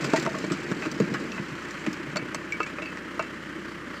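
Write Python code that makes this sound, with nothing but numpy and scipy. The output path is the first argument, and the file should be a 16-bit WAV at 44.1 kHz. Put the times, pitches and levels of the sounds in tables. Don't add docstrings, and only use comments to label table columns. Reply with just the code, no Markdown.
import sys
import numpy as np
from scipy import signal
from scipy.io import wavfile
from scipy.ndimage import uniform_filter1d

SR = 44100
rng = np.random.default_rng(int(sys.argv[2]) if len(sys.argv) > 2 else 0)


def dump_mix(stems):
    frames = np.atleast_2d(stems).T
    limited = np.clip(frames, -1, 1)
    pcm = np.round(limited * 32767).astype(np.int16)
    wavfile.write(sys.argv[1], SR, pcm)


N = 176400

# t/s, clod level/dB, gravel level/dB, dirt level/dB
SLIDE_LEVELS = [(0, -33.5, -37, -42.5), (.22, -32, -37, -45.5), (.33, -35.5, -44.5, -49),
                (.6, -38.5, -42, -50.5), (1.15, -32.5, -45.5, -50.5), (1.5, -47.5, -46, -54),
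                (1.85, -46, -44, -52), (2.2, -41, -46.5, -60), (2.8, -50.5, -50.5, -57.5),
                (4, -51.5, -63.5, -62)]
# f/Hz, level/dB
CLOD_SPECTRUM = [(25, -67.5), (80, -47), (140, 4), (350, 2.5), (500, -7), (900, -18.5), (3000, -72)]
# f/Hz, level/dB
KNOCK_SPECTRUM = [(100, -36), (340, -3), (470, -10), (630, 0), (780, -21), (1050, -6), (1380, -5),
                  (1900, -17.5), (5000, -68.5)]
CLACK_SPECTRUM = [(300, -48), (800, -3.5), (1200, -0.5), (1800, 2), (2600, 0), (3400, -21), (6000, -51),
                  (15000, -48)]
CRACK_SPECTRUM = [(1000, -50), (3000, 14), (4600, 16.5), (6000, 13.5), (7700, 12.5), (8600, 0),
                  (11000, -14.5), (15000, -9)]
# harmonic of the firing rate, level/dB
HUM_HARMONICS = [(2, -59), (3, -60.5), (6, -53.5), (10, -48.5), (11, -50)]
# f/Hz, level/dB
BLOCK_SPECTRUM = [(20, -53), (45, -32), (100, -11.5), (150, 4), (330, 8.5), (440, -0.5), (600, -0.5),
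                  (800, -34.5), (2000, -47.5)]
CLATTER_SPECTRUM = [(300, -18), (750, -11.5), (1140, 0.5), (1900, 2), (2500, -8.5), (3100, -7.5),
                    (3600, -18.5), (4500, -19), (7700, -26), (10500, -35), (15000, -39.5)]
# t/s, level/dB, f/Hz
CHIP_TICKS = [(.0415, -46, 6040), (.198, -39, 7300), (.226, -40.5, 7200), (.251, -44, 7700),
              (.386, -42, 6850), (.915, -39.5, 6000), (1.001, -42, 6900), (1.1395, -40.5, 5220),
              (1.2, -55, 8900), (1.318, -44, 5600), (1.7085, -45, 7300), (1.9295, -43, 6550),
              (2.1685, -38.5, 7300), (2.3461, -35.5, 7970), (2.5215, -42.5, 7400), (2.631, -46, 7440)]
# t/s, knock level/dB, clack level/dB, crack level/dB, decay/s
STONE_CLACKS = [(0.043, -32.5, -34, -35, 0.011), (.135, -23, -34, -37.5, 0.0042),
                (0.16, -47, -27, -33, 0.013), (.263, -26, -31.5, -44, 0.0024), (.343, -31, -45, -55, 0.014),
                (.441, -35.5, -37, -52, 0.0052), (.501, -44, -37, -63, 0.0045),
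                (.519, -32.5, -45, -36, 0.0096), (.715, -33.5, -36, -43.5, 0.0058),
                (.822, -44, -31.5, -46, 0.016), (0.852, -36.5, -34, -46, 0.013),
                (1.001, -35, -37.5, -43.5, 0.0057), (1.141, -39.5, -31.5, -50, 0.023),
                (1.378, -37.5, -34.5, -61, 0.0095), (1.864, -35, -31.5, -44.5, 0.0066),
                (2.159, -27, -31.5, -40.5, 0.0042), (2.169, -30.5, -43, -57, 0.0017),
                (2.346, -33, -33.5, -46, 0.0032), (2.603, -23, -35, -50, 0.0038),
                (2.663, -51, -38, -47.5, 0.012), (2.784, -36, -35, -69, 0.0067),
                (2.82, -35.5, -45, -48, 0.0069), (2.972, -54, -37, -51.5, 0.005),
                (3.194, -23.5, -37, -44.5, 0.0026), (3.225, -39.5, -39, -47, 0.0023)]
# t/s, level/dB, f/Hz, decay/s
CHUNK_THUDS = [(0.1331, -19.5, 410, 0.007), (0.439, -26.5, 299, 0.0082), (0.51, -26, 251, 0.017),
               (0.711, -25.5, 255, 0.012), (0.866, -25.5, 230, 0.0051), (1.0, -20, 327, 0.0061),
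               (1.003, -18, 207, 0.019), (1.117, -26, 235, 0.0023), (1.142, -30.5, 272, 0.016),
               (1.396, -29.5, 195, 0.0098), (1.517, -37.5, 188, 0.028), (1.871, -25, 242.4, 0.021),
               (2.078, -39, 138.5, 0.018), (2.149, -37.5, 200, 0.054), (2.223, -32, 216, 0.0036)]
# t/s, level/dB
BED_BLOWS = [(.136, -10), (.271, -17), (3.195, -21)]
# t/s, level/dB of the lowest mode pair, of the second pair, of the upper modes
FITTING_BLOWS = [(1.32, -50, -38, -48), (2.17, -24, -39, -23), (2.347, -38, -44, -33),
                 (2.5228, -19.5, -49, -54), (2.604, -32, -35, -41), (2.631, -27, -39, -41),
                 (2.82, -32, -38, -57), (2.858, -33, -36, -39), (3.197, -27.5, -34, -43)]
# f/Hz, level/dB, T60/s
BED_MODES = [(363, 3, 0.034), (656, -2, 0.087), (910, -7.5, 0.068)]
FITTING_MODES = [(2252, -2.5, 0.17), (2340, -6.5, 0.06), (2654, 7, 0.21), (2690, -9, 0.13),
                 (3860, -20, .06), (4490, 1, 0.048), (6080, -17, 0.04), (7300, -21, 0.022)]
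# t/s, duration/s, level/dB
SQUEAKS = [(3.665, 0.064, -55), (3.93, 0.075, -54)]

GRAINS_PER_S, GRAIN_SPREAD_DB = (300, 980, 490), (2.04, 1.64, 1.9)
STONE_RIPPLE_DB = (3, 3.5, 2.8)


def amp(db):
    return 10 ** (np.asarray(db) / 20)


def unit(x):
    return x / np.sqrt(np.mean(x ** 2) + 1e-20)


def unit_onset(x):
    return x / np.sqrt(np.mean(x[:SR // 100] ** 2))


def add(mix, s, sound):
    part = mix[max(round(s * SR), 0):][:len(sound)]
    part += sound[:len(part)]


def coloured(x, spectrum, ripple_db=0, size=4096):
    log_hz = np.log(abs(np.fft.fftfreq(size, 1 / SR)) + 1)
    hz, db = np.transpose(spectrum)
    knots = np.linspace(0, np.log(SR / 2), 2 ** 8)
    ripple = np.interp(log_hz, knots, rng.standard_normal(len(knots)))
    gain = amp(np.interp(log_hz, np.log(hz), db) + ripple_db * ripple)
    taps = np.fft.ifft(np.exp(np.conj(signal.hilbert(np.log(gain))))).real
    return signal.fftconvolve(x, taps[:size // 2])[:len(x)]


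def grains(spectrum, per_s, spread_db, ripple_db, decay_s=0.0062, count=24):
    t, out = np.arange(SR // 20) / SR, np.zeros(N)
    for _ in range(count):
        burst = rng.standard_normal(len(t)) * np.exp(-t / decay_s)
        piece = unit(coloured(burst, spectrum, ripple_db))
        sizes = amp(spread_db * np.minimum(rng.exponential(1, N), 4)) * rng.choice([-1, 1], N)
        collisions = rng.random(N) < per_s / count / SR
        out += signal.oaconvolve(sizes * collisions, piece)[:N]
    return unit(out)


def slide():
    t = np.arange(N) / SR
    times, *levels = np.transpose(SLIDE_LEVELS)
    spectra = CLOD_SPECTRUM, CLACK_SPECTRUM, CRACK_SPECTRUM
    streams = zip(levels, spectra, GRAINS_PER_S, GRAIN_SPREAD_DB, STONE_RIPPLE_DB)
    return sum(amp(np.interp(t, times, db)) * grains(*kind) for db, *kind in streams)


def engine(firing_hz=31.48, first_s=.003, pulse_db=2, jitter_db=1.1, block_db=-42, clatter_db=-41):
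    cycles = firing_hz * (np.arange(N) / SR - first_s)
    firing = np.round(cycles).astype(int) + 1
    strength_db = jitter_db * rng.standard_normal(N)[firing]
    pulse = np.cos(2 * np.pi * cycles)
    swell = amp(pulse_db * pulse + strength_db * (1 + pulse) / 2)
    hum = sum(amp(db) * np.sqrt(2) * np.cos(2 * np.pi * (round(k) * cycles + rng.normal(0, 0.072)))
              for k, db in HUM_HARMONICS)
    block = unit(coloured(rng.standard_normal(N), BLOCK_SPECTRUM) * swell)
    clatter = unit(coloured(rng.standard_normal(N), CLATTER_SPECTRUM) * swell)
    return hum + amp(block_db) * block + amp(clatter_db) * clatter


def tick(db, hz, mode_ratio=0.781, ring_s=0.0041, snap_s=0.0049, white_db=-19):
    t = np.arange(SR // 20) / SR
    tones = (np.sin(2 * np.pi * hz * t) + np.sin(2 * np.pi * mode_ratio * hz * t)) * np.exp(-t / ring_s)
    snap = rng.standard_normal(len(t)) * np.exp(-t / snap_s)
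    crack = unit(coloured(snap, CRACK_SPECTRUM))
    return amp(db) * unit_onset(unit(tones) + crack + amp(white_db) * unit(snap))


def clack(knock_db, clack_db, crack_db, decay_s, contact_db=13, crunch_spread_db=3.5):
    t = np.arange(SR // 7) / SR
    rise_s = 0.06 * decay_s
    crunch = (1 - np.exp(-t / rise_s)) * np.exp(-t / decay_s)
    crunch *= amp(crunch_spread_db * unit(uniform_filter1d(rng.standard_normal(len(t)), size=50)))
    contact = amp(contact_db) * (t == 0)
    spectra = KNOCK_SPECTRUM, CLACK_SPECTRUM, CRACK_SPECTRUM
    out = np.zeros(len(t))
    for db, spectrum, ripple_db in zip((knock_db, clack_db, crack_db), spectra, STONE_RIPPLE_DB):
        force = contact + crunch * rng.standard_normal(len(t))
        out += amp(db) * unit_onset(coloured(force, spectrum, ripple_db))
    return out


def echoes(x, db=-9.5, delay_s=.006, t60_s=0.049):
    t = np.arange(SR // 2) / SR
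    taps = rng.standard_normal(len(t)) * (rng.random(len(t)) < .05)
    taps *= (t > delay_s) * amp(-60 * t / t60_s)
    return amp(db) * signal.fftconvolve(x, taps / np.linalg.norm(taps))[:N]


def thud(db, hz, decay_s, spread=0.219, rise_s=0.0015, count=7, pile_band_hz=(114, 484)):
    t = np.arange(SR // 5) / SR
    offsets = np.linspace(-1, 1, count) + rng.uniform(-0.11, .12, count)
    tones = sum(np.exp(-k * k) * np.sin(2 * np.pi * (hz * np.exp(2 * spread * k) * t + rng.normal(0, 0.15)))
                for k in offsets)
    blow = tones * (1 - np.exp(-(t / rise_s) ** 2)) * np.exp(-t / decay_s)
    pile = signal.butter(3, pile_band_hz, "band", fs=SR, output="sos")
    return amp(db) * unit_onset(signal.sosfilt(pile, blow))


def steel_ring(modes, levels_db, detune, count=3):
    t = np.arange(SR // 4) / SR
    out = np.zeros(len(t))
    for (hz, db, t60), level in zip(modes, levels_db):
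        envelope = amp(level + db - 60 * t / t60) * (1 - np.exp(-hz * t))
        for shift in rng.normal(0, detune, count):
            out += envelope * np.sin(2 * np.pi * hz * (1 + shift) * t)
    return out / count


def bed_bang(db):
    return steel_ring(BED_MODES, [db] * len(BED_MODES), detune=0.01)


def clink(low_db, middle_db, high_db):
    return steel_ring(FITTING_MODES, [low_db] * 2 + [middle_db] * 2 + [high_db] * 4, detune=.013)


def squeaks(hz=4540, width_hz=300):
    t = np.arange(N) / SR
    b, a = signal.iirpeak(hz, hz / width_hz, SR)
    rub = unit(signal.lfilter(b, a, rng.standard_normal(N)))
    return rub * sum(amp(db) * np.sin(np.pi * np.clip((t - s) / length, 0, 1))
                     for s, length, db in SQUEAKS)


def scene():
    impacts = np.zeros(N)
    for table, source in ((CHUNK_THUDS, thud), (STONE_CLACKS, clack), (CHIP_TICKS, tick),
                          (BED_BLOWS, bed_bang), (FITTING_BLOWS, clink)):
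        for s, *row in table:
            add(impacts, s, source(*row))
    return (impacts + echoes(impacts) + slide() + squeaks() + engine())[None]


def record(dry, cutoff_hz=15500):
    lowpass = signal.firwin(511, cutoff_hz, window=("kaiser", 9), fs=SR)
    return signal.oaconvolve(dry, lowpass[None], "same")


dry = scene()
out = record(dry)
dump_mix(out)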